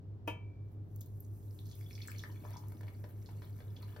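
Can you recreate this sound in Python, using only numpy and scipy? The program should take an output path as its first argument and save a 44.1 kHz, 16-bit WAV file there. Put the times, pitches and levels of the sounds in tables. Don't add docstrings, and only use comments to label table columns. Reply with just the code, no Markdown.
import sys
import numpy as np
from scipy import signal
from scipy.fft import rfft, irfft, next_fast_len
from scipy.io import wavfile
from scipy.ndimage import map_coordinates

SR = 44100
rng = np.random.default_rng(int(sys.argv[2]) if len(sys.argv) > 2 else 0)


def pcm_store(signal):
    levels = np.round(np.clip(np.atleast_2d(signal), -1, 1) * 32767)
    wavfile.write(sys.argv[1], SR, levels.astype(np.int16).T)


N = 176400

# pitch_hz, level_db
MOTOR_TONES = [(100, -47), (105.865, -51.5), (200, -73), (400, -71), (425.6, -75)]
# frequency_hz, level_db
AIR_COLOUR = [(130, -9.5), (205, -11), (240, -5.5), (268, -14), (305, -6), (400, -16.5), (520, -19),
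              (710, -23.5), (1300, -34), (2500, -44.5)]
RUMBLE_COLOUR = [(20, -28.5), (35, -13.5), (55, 0), (120, -3.5), (150, 0), (190, -16), (300, -42.5)]
# pitch_hz, level_db, fade_s
CLINK_TONES = [(986,-17,0.49), (1732,-11,0.23), (2287,-17.5,0.74), (2343,-17.5,0.79), (2520,0,0.17),
               (2570,-7,0.16), (2660,-17,0.38), (2856,-4.5,0.14), (2870,-19,0.2), (3117,-4,0.27),
               (3620,-22,0.2), (6220,-25.5,0.23)]
# pitch_hz, level_db
COUNTER_TONES = [(305, 1), (441, -10), (545, -3.5), (641, 2.5), (940, 0.5), (1170, -12.5), (1396, -12)]
# frequency_hz, level_db
KNOCK_COLOUR = [(170, -6), (300, -4), (620, -1.5), (1000, -8), (1600, -19), (2700, -8), (4000, -26.5)]
CRACK_COLOUR = [(2500, -13), (4200, -26.5), (5600, -1), (7000, -8), (10000, -1.5), (15000, -4)]
# time_s, level_db
FOAM_LEVELS = [(.62,-100), (.73,-87.5), (.8,-100.5), (.92,-85), (1.02,-82), (1.5,-76.5), (2.09,-70.5),
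               (2.35,-74), (2.9,-77), (4,-76.5)]
SMALL_BUBBLE_LEVELS = [(.9,-98), (1.02,-76), (1.15,-92), (1.5,-85), (1.7,-75), (1.78,-75), (1.98,-64),
                       (2.19,-65.5), (2.35,-73.5), (2.53,-70), (2.7,-81.5), (3.5,-78.5), (4,-74)]
LARGE_BUBBLE_LEVELS = [(1.5,-90), (1.85,-78), (2.15,-75), (2.38,-71.5), (2.53,-68), (2.7,-77), (3.5,-74.5),
                       (4,-67.5)]
# frequency_hz, level_db
FOAM_COLOUR = [(1500, -9), (3000, -28), (6000, -7), (8800, 1.5), (11500, -7), (14000, 0.5), (16000, -16.5)]
TICK_COLOUR = [(3000, -39), (7000, -4.5), (11000, -2.5), (13500, -4), (16000, 1)]
SLAP_COLOUR = [(300, 5.5), (600, 8), (1200, -5), (1700, -2.5), (2600, -11.5), (4400, -12.5), (7000, -23)]
# start_s, level_db
TICK_HITS = [(0.9606, -48), (1.0085, -42), (1.0607, -52.5), (1.207, -57.5), (1.7529, -47), (2.0767, -43),
             (2.1056, -53), (2.1156, -43.5), (2.1872, -48.5), (2.5058, -48.5), (2.684, -49.5),
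             (2.7223, -52), (2.8109, -51.5)]
SPLASH_HITS = [(1.009, -44), (1.6526, -45.5), (1.69, -47.5), (1.7133, -43.5), (1.907, -46.5), (1.953, -42),
               (2.0168, -39), (2.116, -48), (2.1938, -39), (2.2333, -42), (2.315, -48), (2.568, -40),
               (3.2595, -46), (3.7633, -47)]
FIRST_DROP_HITS = [(1.011, -54), (1.063, -63), (1.204, -59)]
SLAP_HITS = [(2.236, -51), (2.45, -52.5), (2.506, -53), (2.637, -60), (2.719, -55), (2.808, -53),
             (2.832, -52), (2.868, -56), (2.882, -52), (3.04, -48), (3.289, -51), (3.419, -50),
             (3.586, -58.5), (3.604, -50), (3.963, -44)]
# start_s, level_db, pitch_hz
SINGLE_BUBBLES = [(1.59, -46.5, 3700), (1.811, -53, 2100), (1.909, -47, 2340), (1.952, -43.5, 5600),
                  (1.979, -47, 2250), (2.005, -47.5, 2160), (2.02, -41.5, 4230), (2.053, -50.5, 2100),
                  (2.075, -34, 7460), (2.084, -37, 1580), (2.117, -42, 2360), (2.15, -47.5, 2210),
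                  (2.184, -39.5, 5770), (2.238, -35, 1720), (2.296, -51, 960), (2.451, -41.5, 970),
                  (2.541, -46.5, 880), (2.561, -41.5, 890), (2.636, -52, 990), (2.749, -38, 243),
                  (2.88, -49, 2160), (3.767, -47.5, 3200), (3.828, -48, 4200)]
# pitch_hz, width_hz, level_db
CUP_RESONANCES = [(975, 51, 3), (1810, 160, -5), (2249, 49, 8.5), (3443, 68, 7.5), (4360, 220, 2),
                  (5150, 100, -0.5)]
# frequency_hz, fade_s
ROOM_FADES = [(200, 0.3), (1000, 0.34), (3000, 0.21), (7000, 0.17), (15000, 0.15)]
# frequency_hz, likeness (1 or more is identical)
STEREO_LIKENESS = [(100, 0.7), (250, 0.96), (450, 0.42), (900, 0.01), (4000, -0.24), (7500, 0),
                   (11000, 1.2)]
# frequency_hz, lead_radians
LEFT_LEAD = [(400, 0), (520, .4), (660, 1.8), (850, .5), (1100, .3), (1600, -.8), (2500, 1), (3500, 1.7),
             (4500, -.2), (5800, -1), (7600, -2.8), (8800, -3.25), (11000, -4.7), (13300, -6.2)]
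# frequency_hz, left_minus_right_db
LEFT_BALANCE = [(400, 1), (660, -2), (1000, 8.5), (1600, 4.5), (2300, 2.5), (3500, 2.5), (5400, -3.5),
                (7500, 0.5)]

TOP_HZ = 15900
TIME = np.arange(N) / SR
SIDES = np.array([[.5], [-.5]])


def amp(db):
    return 10 ** (np.asarray(db) / 20)


def unit(x):
    return x / np.sqrt(np.mean(x ** 2) + 1e-20)


def along(points, hz):
    row_hz, values = np.transpose(points)
    return np.interp(np.log(hz + 1), np.log(row_hz + 1), values)


def level(points):
    return amp(np.interp(TIME, *np.transpose(points), left=-120))


def filtered(x, response):
    size = next_fast_len(N + SR // 2)
    return irfft(rfft(x, size) * response(np.fft.rfftfreq(size, 1 / SR)), size)[..., :N]


def noise(colour, channels=1):
    low_hz, high_hz = colour[0][0], colour[-1][0]
    ends = lambda hz: 1 / (1 + (low_hz / (hz + 1) / 2) ** 4) / (1 + (hz / high_hz / 2) ** 4)
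    white = rng.standard_normal((channels, N))
    return unit(filtered(white, lambda hz: amp(along(colour, hz)) * ends(hz)))


def wobble(per_s):
    return map_coordinates(rng.standard_normal(int(N * per_s / SR) + 4), [TIME * per_s])


def fade(start_s, fade_s, rise_s):
    age = np.maximum(TIME - start_s, 0)
    return np.exp(-np.log(1000) * age / fade_s) * (1 - np.exp(-age / rise_s))


def bursts(hits, colour, fade_s, rise_s=0.000063):
    return noise(colour)[0] * sum(amp(db) * fade(start, fade_s, rise_s) for start, db in hits)


def pings(start_s, db, hz, cycles, samples=1500):
    pitch_rise, onset_cycles = 0.065, 0.74
    turns = hz[:, None] * np.arange(samples) / SR
    age = turns / np.reshape(np.maximum(cycles, 2), (-1, 1))
    tone = np.sin(2 * np.pi * turns * (1 + pitch_rise * np.minimum(age, 1)))
    volume = amp(db)[:, None] * np.exp(-np.log(1000) * age) * (1 - np.exp(-turns / onset_cycles))
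    places = (start_s * SR).astype(int)[:, None] + np.arange(samples)
    return np.bincount(places.ravel(), (volume * tone).ravel(), N)[:N]


def swarm(count, pitch_hz, spread, cycles, scatter_db, samples=600):
    when, strength, life = rng.random((count, 3)).T
    hz = np.clip(pitch_hz * np.exp(spread * rng.standard_normal(count)), 100, TOP_HZ)
    db = -scatter_db * np.log(strength + 0.062)
    return unit(pings(when * N / SR, db, hz, cycles * (.5 + life), samples))


def motors():
    in_step_s, right_delay_s = 1.997, 0.00038
    t = TIME - in_step_s + right_delay_s * SIDES
    return np.sqrt(2) * sum(amp(db - 0.3) * np.cos(2 * np.pi * hz * t) for hz, db in MOTOR_TONES)


def room_air():
    rush = amp(-60.5) * noise(AIR_COLOUR, channels=2)
    rumble = amp(-56) * noise(RUMBLE_COLOUR, channels=2)
    hiss = amp(-91.5) * noise([(2000, 1), (6500, -3.5), (9000, -9.5), (15000, -4)], channels=2)
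    return all_around(rush + rumble + hiss)


def clink(start_s=.2755):
    def tone(hz, db, fade_s):
        wave = np.sin(2 * np.pi * (hz * TIME + rng.random()))
        return amp(db) * wave * fade(start_s, fade_s, rise_s=0.0021)
    ring = amp(-41.5) * sum(tone(*row) for row in CLINK_TONES)
    thud = amp(-34.5) * sum(tone(hz, db, fade_s=0.077) for hz, db in COUNTER_TONES)
    knock = bursts([(start_s, -37.5)], KNOCK_COLOUR, fade_s=0.099, rise_s=0.0028)
    crack = bursts([(start_s, -47.5)], CRACK_COLOUR, fade_s=0.048)
    echo = amp(-4.5) * kitchen_echo(knock + crack + .5 * (thud + ring))
    return ring + thud + knock + crack + echo


def foam(clumps):
    hiss = amp(3 + 1.8 * wobble(per_s=20)) * noise(FOAM_COLOUR)[0]
    spray = swarm(count=2600, pitch_hz=12200, spread=0.3, cycles=10, scatter_db=5, samples=80)
    return level(FOAM_LEVELS) * (hiss + amp(2) * unit(clumps * spray))


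def small_bubbles(clumps):
    fizz = swarm(count=750, pitch_hz=4557, spread=0.342, cycles=43, scatter_db=5.5)
    return level(SMALL_BUBBLE_LEVELS) * amp(-1.5) * unit(clumps * fizz)


def ticks():
    return amp(-0.5) * bursts(TICK_HITS, TICK_COLOUR, fade_s=0.019)


def splashes(bubbles_each=7, pitch_hz=4950, within_s=0.018):
    start_s, db = np.repeat(SPLASH_HITS, bubbles_each, axis=0).T
    late, height = rng.random((len(start_s), 2)).T
    hz = pitch_hz * np.exp(.38 * (2 * height - 1))
    return pings(start_s + within_s * late ** 2, db - 8 * late, hz, cycles=15.5)


def first_drops(pitch_hz=13400):
    sizzle = wobble(per_s=400) * np.sin(2 * np.pi * pitch_hz * TIME)
    volume = sum(amp(db) * fade(start, fade_s=.04, rise_s=0.00062) for start, db in FIRST_DROP_HITS)
    return amp(9.5) * sizzle * volume


def large_bubbles(clumps):
    gurgle = swarm(count=2400, pitch_hz=1683, spread=0.48, cycles=10, scatter_db=2.5)
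    burble = swarm(count=110, pitch_hz=285.3, spread=0.307, cycles=9.5, scatter_db=5, samples=1500)
    return level(LARGE_BUBBLE_LEVELS) * (amp(-2) * unit(clumps * gurgle) + amp(7.5) * burble)


def plinks():
    start_s, db, hz = np.transpose(SINGLE_BUBBLES)
    return amp(6) * pings(start_s, db, hz, cycles=9.9 * (hz / 1000) ** 0.41)


def slaps():
    return amp(4) * bursts(SLAP_HITS, SLAP_COLOUR, fade_s=0.026, rise_s=0.00059)


def cup(hz):
    peaks = sum(amp(db) * 1j * hz * width / (pitch ** 2 - hz ** 2 + 1j * hz * width)
                for pitch, width, db in CUP_RESONANCES)
    return 0.75 + 0.55 * peaks


def walls(hz, echoes=6, spread_s=.011):
    delays = spread_s * (np.arange(echoes) + .5 + rng.random(echoes)) / echoes
    return 1 + amp(-19.5) * sum(np.exp(-2j * np.pi * hz * delay) for delay in delays)


def pour():
    clumps = amp(2.5 * wobble(per_s=45))
    bright = foam(clumps) + ticks() + first_drops()
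    liquid = small_bubbles(clumps) + splashes() + large_bubbles(clumps) + plinks() + slaps()
    tea = filtered(liquid, lambda hz: cup(hz) * walls(hz))
    return tea + bright + amp(-2.5) * kitchen_echo(tea + 0.38 * bright)


def kitchen_echo(x, delay_samples=130):
    hz, t, spectrum = signal.stft(rng.standard_normal((2, SR // 2)), SR, nperseg=256)
    decay = np.exp(-np.log(1000) * t / along(ROOM_FADES, hz)[:, None])
    tail = signal.istft(spectrum * decay, SR, nperseg=256)[1]
    tail /= np.linalg.norm(tail[0])
    delayed = np.pad(x, (delay_samples, 0))[None]
    return all_around(signal.fftconvolve(delayed, tail, axes=1)[:, :N])


def all_around(pair):
    angle = lambda hz: np.arccos(np.clip(along(STEREO_LIKENESS, hz), -1, 1)) / 2
    mid, side = filtered(pair, lambda hz: np.array([np.cos(angle(hz)), np.sin(angle(hz))]))
    return np.array([mid + side, mid - side])


def close_up(x):
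    timing = lambda hz: np.exp(1j * SIDES * along(LEFT_LEAD, hz))
    return filtered(x, lambda hz: timing(hz) * amp(SIDES * along(LEFT_BALANCE, hz)))


def scene():
    return close_up(clink() + pour()) + motors() + room_air()


def record(dry):
    return filtered(dry, lambda hz: hz < TOP_HZ)


dry = scene()
out = record(dry)
pcm_store(out)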